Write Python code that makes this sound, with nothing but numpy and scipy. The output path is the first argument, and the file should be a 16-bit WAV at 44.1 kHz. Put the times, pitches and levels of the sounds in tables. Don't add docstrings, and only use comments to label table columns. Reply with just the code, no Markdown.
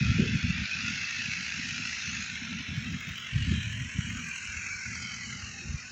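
import sys
import numpy as np
from scipy import signal
from scipy.fft import rfft, irfft
from scipy.io import wavfile
from scipy.ndimage import uniform_filter1d

SR = 44100
rng = np.random.default_rng(int(sys.argv[2]) if len(sys.argv) > 2 else 0)


def unload_audio(sound):
    columns = np.transpose(np.atleast_2d(sound))
    steps = np.round(np.clip(columns, -1, 1) * 32767)
    wavfile.write(sys.argv[1], SR, steps.astype(np.int16))


def boost(x):
    u = np.asarray(x, float) / 20
    return 10 ** u


N = 260631


def rms_one(x):
    return x / np.sqrt(np.mean(x ** 2) + 1e-20)


def in_time(rows):
    times, *columns = np.transpose(rows)
    return [np.interp(np.arange(N) / SR, times, column) for column in columns]


def at_hz(points, hz):
    point_hz, point_db = np.transpose(points)
    return np.interp(np.log(hz), np.log(point_hz), point_db)


def band(x, low_hz, high_hz, order=2):
    return signal.sosfilt(signal.butter(order, [low_hz, high_hz], "band", fs=SR, output="sos"), x)


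def swell(start, length, rise, fall):
    t = np.arange(N) / SR - start
    before = np.minimum(t, 0) / rise
    after = np.maximum(t - length, 0) / fall
    return np.exp(-before ** 2 - after ** 2)


def swells_db(rows, rise, fall, floor_db):
    power = boost(floor_db) ** 2
    for start, length, db in rows:
        power = power + (boost(db) * swell(start, length, rise, fall)) ** 2
    return 10 * np.log10(power)


def drift(rate_hz):
    pole = np.exp(-80 * np.pi * rate_hz / SR)
    chance = rng.standard_normal(N // 40 + 2002)
    slow = signal.lfilter([1], [1, -2 * pole, pole * pole], chance)[2000:]
    return np.interp(np.arange(N) / 40, np.arange(len(slow)), rms_one(slow))


def shimmer(shape, bins, frames):
    blur = uniform_filter1d(rng.standard_normal(shape), size=bins, axis=0)
    blur = uniform_filter1d(blur, size=frames, axis=1)
    return rms_one(uniform_filter1d(blur, size=frames, axis=1))


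def firings(uneven_db):
    # t/s, firing rate f/Hz
    speed = [(0.0, 51.51), (0.4, 52.86), (1.2, 53.17), (2.15, 54.47), (2.4, 52.12), (2.9, 49.71),
             (3.15, 45.37), (3.55, 43.82), (3.7, 41.3), (3.9, 43.12), (4.5, 42.54), (4.75, 41.19),
             (5.1, 43.16), (5.91, 41.23)]
    cylinder_db = [2.5, -.6, -1.5, .4]
    turns = 1.47 + np.cumsum(in_time(speed)[0]) / SR
    count = np.round(turns).astype(int)
    strength_db = np.array(cylinder_db)[count % 4] + uneven_db * rng.standard_normal(400)[count]
    return turns, boost(strength_db)


def burst(turns, strength, lead, sharp, steady):
    pulse = np.exp(sharp * (np.cos(2 * np.pi * (turns + lead)) - 1))
    return np.sqrt(steady + strength ** 2 * pulse)


def clatter(turns, strength):
    gate = burst(turns, strength, lead=.06, sharp=2.4, steady=.78)
    grit = rms_one(gate * rng.standard_normal(N))
    blows = grit + boost(-17.5) * knocks(turns, strength)
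    hz, s, frames = signal.stft(rms_one(blows), SR, nperseg=1024, noverlap=768)
    cepstrum = irfft(np.log(boost(path_db(np.maximum(hz, 20), s))), axis=0)
    cepstrum[1:512] *= 2
    cepstrum[513:] = 0
    response = np.exp(rfft(cepstrum, axis=0))
    return signal.istft(frames * response, SR, nperseg=1024, noverlap=768)[1][:N]


def knocks(turns, strength):
    # t/s, peak level/dB
    hard_knocks = [(1.2182, -26), (1.3174, -26.5), (1.3354, -20.5), (1.481, -28), (1.5224, -22.5),
                   (1.7798, -24), (1.8532, -25.5), (2.8668, -30), (4.4728, -28), (4.569, -28),
                   (4.6633, -30.5)]
    clicks, count = np.zeros(N), np.arange(2, int(turns[-1]))
    # lag and spread in firings, level/dB
    for lag, spread, db in ((-.08, 0.044, -3.5), (.03, .06, -10), (.3, .1, 1.5), (.6, 0.09, -4.5)):
        moment = count + lag + spread * rng.standard_normal(400)[count]
        at = np.searchsorted(turns, moment).clip(0, N - 1)
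        height = boost(db + 1.1 * rng.standard_normal(400)[count]) * strength[at]
        clicks[at] += height * rng.choice([-1, 1], 400)[count]
    for s, db in hard_knocks:
        clicks[round(s * SR)] += boost(db + 35.5)
    return rms_one(band(clicks, 1700, 3300, order=1))


def path_db(hz, s):
    # t/s, share turned away (0-1)
    heading = [
        (0, 0.14),
        (2.1, 0.14),
        (2.6, 0.23),
        (3.15, 0.88),
        (3.6, 0.58),
        (4.1, 0.82),
        (4.7, 0.94),
        (5.91, 1),
    ]
    # f/Hz, level/dB per Hz
    facing = [(240, -54), (400, -36), (533, -35.5), (878, -22), (1130, -25.5), (1360, -3.5), (2300, -5),
              (2630, -2), (3100, -14), (3470, 0.5), (6720, -11), (7900, -37), (10300, -81.5), (17400, -120)]
    # f/Hz, level/dB per Hz
    away = [(240, -43.5), (400, -23), (589, -23), (627, -23), (912, -28), (1200, -12), (1430, -8),
            (1860, -5), (2350, -3.5), (3880, -5), (6720, -6), (7900, -21.5), (10300, -67), (17400, -120)]
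    zones_hz = [1150, 2000, 3200, 5200]
    turned = np.clip(np.interp(s, *np.transpose(heading)), 0, 1)
    db = np.outer(at_hz(facing, hz), 1 - turned) + np.outer(at_hz(away, hz), turned)
    db += fringes_db(hz, s)
    streak_share = np.interp(hz, [900, 1300, 5000, 5600], [.5, 1, 1, .6])
    db += np.outer(streak_share, 2.8 + 2 * turned) * shimmer(db.shape, bins=3, frames=12)
    ragged_db = 1.0 + np.interp(hz, (6800, 7600), [0, 3])
    db += ragged_db[:, None] * shimmer(db.shape, bins=8, frames=3)
    far_db = -63.5
    zone, lift = np.searchsorted(zones_hz, hz), np.zeros(db.shape)
    for k, wanted_db in enumerate([far_db, *zone_levels_db(s, turned)]):
        power = uniform_filter1d(np.sum(boost(db[zone == k]) ** 2, axis=0), size=20) / len(hz)
        lift[zone == k] = wanted_db - 10 * np.log10(power)
    return db + uniform_filter1d(lift, size=3, axis=0)


def fringes_db(hz, s):
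    # start t/s, end t/s, start f/Hz, end f/Hz, level/dB
    fine_fringes = [(0, 2.65, 2620, 2680, 4), (-3.5, 1.26, 3100, 3530, 10), (3.5, 2.4, 1870, 2400, 5),
                    (2.3, 3.3, 4930, 4340, -7), (3, 4, 3710, 3660, 6), (1.5, 3.8, 4500, 5000, -5.5),
                    (4, 5.34, 1655, 1380, 8.5), (3.5, 5.48, 2570, 2130, 4), (4.5, 12.5, 2690, 2160, 14),
                    (4.05, 4.5, 1280, 1060, 14), (4.5, 5.43, 1880, 1780, -9.5), (5, 5.63, 3120, 2880, 11),
                    (5.5, 8.3, 1850, 1300, 6.5), (-0.5, 8.1, 3700, 3400, -10)]
    # start t/s, end t/s, start f/Hz, end f/Hz, level/dB
    broad_fringes = [(2, 2.34, 5900, 7270, 9.5), (2, 4.7, 3660, 3080, 9.5), (3, 6.3, 1075, 743, 12.5),
                     (3, 4.5, 7950, 8300, 9), (5.5, 6.5, 1700, 2500, -1), (4, 5, 3550, 2860, -8.5),
                     (3.5, 4.75, 4900, 4970, -9), (4.5, 5.6, 4300, 3300, -7.5), (5.5, 6.5, 3200, 2900, -10),
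                     (2.5, 2.9, 7500, 6300, -6), (5.5, 5.2, 8500, 8300, 6), (4.5, 5.42, 3010, 2620, -20.5),
                     (5, 5.5, 4400, 4430, 9), (3.5, 7.8, 10500, 6400, -13), (4.5, 7.5, 770, 1100, 3),
                     (3.5, 4, 1750, 1840, 5), (3, 4.76, 1300, 1230, -5), (7, 5.5, 1500, 1500, 4)]
    db = np.zeros((len(hz), len(s)))
    for rows, share in ((fine_fringes, 0.045), (broad_fringes, 0.072)):
        for start, end, from_hz, to_hz, depth_db in rows:
            along = np.clip((s - start) / (end - start), 0, 1)
            centre = from_hz + (to_hz - from_hz) * along
            shape = np.exp(-((hz[:, None] - centre) / (share * centre)) ** 2 / 2)
            db += depth_db * np.sin(np.pi * along) ** .5 * shape
    return db


def zone_levels_db(s, turned):
    # t/s, level/dB, brightness/dB
    engine = [(0, -37, -2), (.3, -38.5, -0.5), (.6, -38, -2.5), (.9, -37, 1), (1.2, -37, 0), (1.5, -39, 2),
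              (2.07, -38.5, 4), (2.36, -41, 1), (2.7, -43, -1), (3.25, -43.5, -4), (3.55, -40.5, -3),
              (3.84, -43, -1.5), (4.3, -41, 0), (4.73, -39, 0), (5.05, -41.5, 1), (5.32, -43, 1.5),
              (5.609, -46.5, 3.5), (5.91, -47, 3)]
    zone_facing_db = [-5, 0.5, -5, -9]
    zone_turned_db = [-3.5, 0, -7, -5.5]
    zone_brightens = [-0.13, -0.17, 0.013, 1.08]
    # t/s, length/s, level/dB
    hand_shadow = [
        (3.773, 1.05, -7),
    ]
    times, level_db, bright_db = np.transpose(engine)
    levels = np.interp(s, times, level_db) + np.outer(zone_brightens, np.interp(s, times, bright_db))
    levels += np.outer(zone_facing_db, 1 - turned) + np.outer(zone_turned_db, turned)
    for start, length, shade_db in hand_shadow:
        shade = swell(start, length, rise=0.11, fall=0.11)
        levels[2] += shade_db * np.interp(s * SR, np.arange(N), shade)
    return levels


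def wind(lumpy_db):
    # t/s, length/s, rumble level/dB, flutter against rumble level/dB
    gusts = [(0, 0.078, -29.5, -3), (0.061, 0.046, -27, -6), (0.147, 0.084, -31, 3),
             (0.263, 0.086, -31.5, -1), (0.334, .04, -43.5, 12.5), (0.437, .19, -35, 2.5),
             (.75, .2, -46.5, 5), (1.176, .04, -49.5, -1), (1.258, 0.047, -44, -2.5), (1.38, 0.043, -53, 9),
             (1.55, .35, -48, 4.5), (2.069, 0.14, -44, 1.5), (2.295, 0.041, -46.5, 5),
             (2.424, 0.18, -46.5, 8.5), (2.687, .13, -41, 4), (2.862, 0.085, -39, 3),
             (3.076, 0.036, -45, 6), (3.334, 0.14, -29.5, -13.5), (3.473, 0.12, -28, -4),
             (3.64, 0.16, -34.5, -10), (3.765, .09, -37, -7.5), (3.956, 0.052, -37, -5),
             (4.045, 0.12, -38.5, -0.5), (4.195, 0.084, -51.5, 10), (4.461, .12, -50, -14),
             (4.713, 0.039, -43, -12), (4.86, 0.19, -43.5, -3), (5.116, 0.24, -47.5, 0.5),
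             (5.383, 0.059, -50.5, 0.5), (5.654, 0.088, -34.5, -9.5)]
    # t/s, length/s, level/dB
    tears = [
        (0, 0.1, -55),
        (0.191, 0.048, -33.5),
        (0.245, 0.031, -44.5),
        (.31, 0.071, -58.5),
        (3.52, .03, -53),
        (5.68, 0.04, -60),
    ]
    # t/s, peak level/dB, f/Hz, length/cycles
    eddies = [(0.017, -12.5, 116.6, 1.4), (0.091, -11, 100, 1.2), (0.194, -10, 196, 2.7),
              (0.217, -15.5, 139, 2.2), (0.348, -11.5, 149, 1.6), (0.434, -19.5, 110, 2.3),
              (0.499, -16.5, 157, 2.4), (0.598, -32, 77, 1.3), (0.841, -27, 123, 2.1),
              (1.187, -34, 172.4, 2.5), (1.278, -36, 153, 1.2), (1.593, -28.5, 202, 4.1),
              (1.719, -33, 159, 2.5), (1.796, -32, 219.7, 2.7), (2.711, -24, 154, 1.45),
              (2.772, -22, 128, 3.8), (2.901, -33, 125, 1.25), (3.098, -31.5, 85.3, 1.1),
              (3.356, -15, 121, 2.6), (3.48, -24, 174, 3.6), (3.511, -14, 149, 1.3), (3.531, -28, 92, 1.4),
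              (3.522, -27.5, 290, 3), (3.984, -12.5, 131.6, 1.06), (4.481, -34.5, 75.4, 1.75),
              (4.56, -34.5, 79.6, 2), (4.874, -36, 82.5, 1.6), (5.425, -33.5, 83.4, 2.2),
              (5.685, -26.5, 66, 1.55), (5.739, -14.5, 104, 0.68)]
    rumbles = [(s, length, db) for s, length, db, _ in gusts]
    flutters = [(s, length, db + tilt_db) for s, length, db, tilt_db in gusts]
    ranges = (rumbles, 67.1, 130.8, -52), (flutters, 148.7, 248.3, -52), (tears, 274, 468.5, -66.5)
    out, shared = np.zeros(N), drift(7.5)
    for rows, low_hz, high_hz, lull_db in ranges:
        level_db = swells_db(rows, rise=0.0083, fall=0.025, floor_db=lull_db)
        lumps = boost(lumpy_db * (shared + 0.65 * drift(26)))
        noise = band(rng.standard_normal(N), low_hz, high_hz, order=4)
        even = noise / np.sqrt(uniform_filter1d(noise ** 2, size=SR // 25))
        out += boost(level_db - 2.5) * rms_one(lumps * even)
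        if rows is rumbles:
            rumble_db = level_db
    for s, db, hz, cycles in eddies:
        t = np.arange(int(4 * SR / hz)) / SR * hz
        envelope = t ** 2 * np.exp(2 - 2 * t) * np.exp(-(t / np.maximum(cycles, .5)) ** 2 / 2)
        packet = np.sin(2 * np.pi * t) * envelope
        out[round(s * SR):][:len(t)] += boost(db - 1.5) * packet[:N - round(s * SR)]
    deep = rms_one(band(rng.standard_normal(N), 27, 77))
    return out + boost(-64) * deep * boost(rumble_db + 48)


def chains(turns, strength):
    # t/s, length/s, level/dB
    shakes = [
        (.22, .05, -79),
        (.9, .2, -80),
        (1.26, 0.093, -85),
        (2.78, .14, -77),
        (3.02, .2, -67),
        (3.38, .08, -82.5),
        (3.62, .18, -75.5),
        (4.1, 0.22, -75),
        (4.55, .35, -86.5),
    ]
    # t/s, length/s, level/dB
    glint = [
        (.92, .55, -86.5),
        (1.8, .45, -94),
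    ]
    # t/s, length/s, level/dB
    haze = [
        (2.55, 1.9, -87),
    ]
    # t/s, peak level/dB, f/Hz
    pings = [
        (3.679, -71, 10900),
        (3.7449, -70, 10100),
        (3.9624, -74, 10800),
        (4.2577, -65, 9710),
        (4.4293, -73, 10500),
    ]
    hum_db = -87
    rest_db = hum_db - 8.5 * swell(4.9, N / SR, .1, .1)
    top_db = swells_db(shakes, rise=.05, fall=.05, floor_db=rest_db)
    lower_db = -90.5 + 0.37 * (top_db - hum_db)
    steady = np.clip(boost(-95.5 - top_db), .01, 3)
    loose = burst(turns, strength ** 2, lead=0.14, sharp=4.5, steady=steady)
    even = loose / np.sqrt(uniform_filter1d(loose ** 2, size=SR // 8))
    shake = even * rng.standard_normal((2, N))
    out = boost(top_db) * rms_one(band(shake[0], 14500, 15900, order=3))
    out += boost(lower_db) * rms_one(band(shake[1], 9860, 16000, order=4))
    out += boost(swells_db(glint, .08, .08, -110)) * rms_one(band(shake[1], 13000, 14100, order=1))
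    out += boost(swells_db(haze, .1, .1, -115)) * rms_one(band(shake[0], 9000, 11200))
    t = np.arange(int(0.04 * SR)) / SR
    for s, db, hz in pings:
        out[round(s * SR):][:len(t)] += boost(db) * np.sin(2 * np.pi * hz * t) * np.hanning(len(t)) ** 1.3
    return out


def whine():
    # t/s, level/dB
    whine_levels = [
        (0, -71.5),
        (1.0, -75.5),
        (2.4, -79.5),
        (3.0, -79),
        (3.9, -70),
        (4.1, -80.5),
        (5.91, -83.5),
    ]
    hz = 641
    return boost(in_time(whine_levels)[0]) * rms_one(band(rng.standard_normal(N), hz - 6, hz + 6))


def bird():
    # t/s, length/s, f/Hz, level/dB
    chirps = [
        (5.52, .09, 790, -58),
        (5.6, .07, 350, -52),
        (5.79, .06, 1270, -54),
        (3.07, .04, 680, -62),
    ]
    out = np.zeros(N)
    for s, length, hz, db in chirps:
        t = np.arange(int(length * SR)) / SR
        out[round(s * SR):][:len(t)] += boost(db) * np.sin(2 * np.pi * hz * t) * np.hanning(len(t))
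    return out


def scene():
    turns, strength = firings(uneven_db=1.0)
    tractor = clatter(turns, strength) + chains(turns, strength)
    return (tractor + whine() + bird() + wind(lumpy_db=2.0))[None]


def band_limit(x):
    return signal.sosfilt(signal.butter(12, 15830, fs=SR, output="sos"), x)


def record(dry):
    mix = signal.sosfilt(signal.butter(3, 43.4, "high", fs=SR, output="sos"), dry)
    return band_limit(mix)


dry = scene()
out = record(dry)
unload_audio(out)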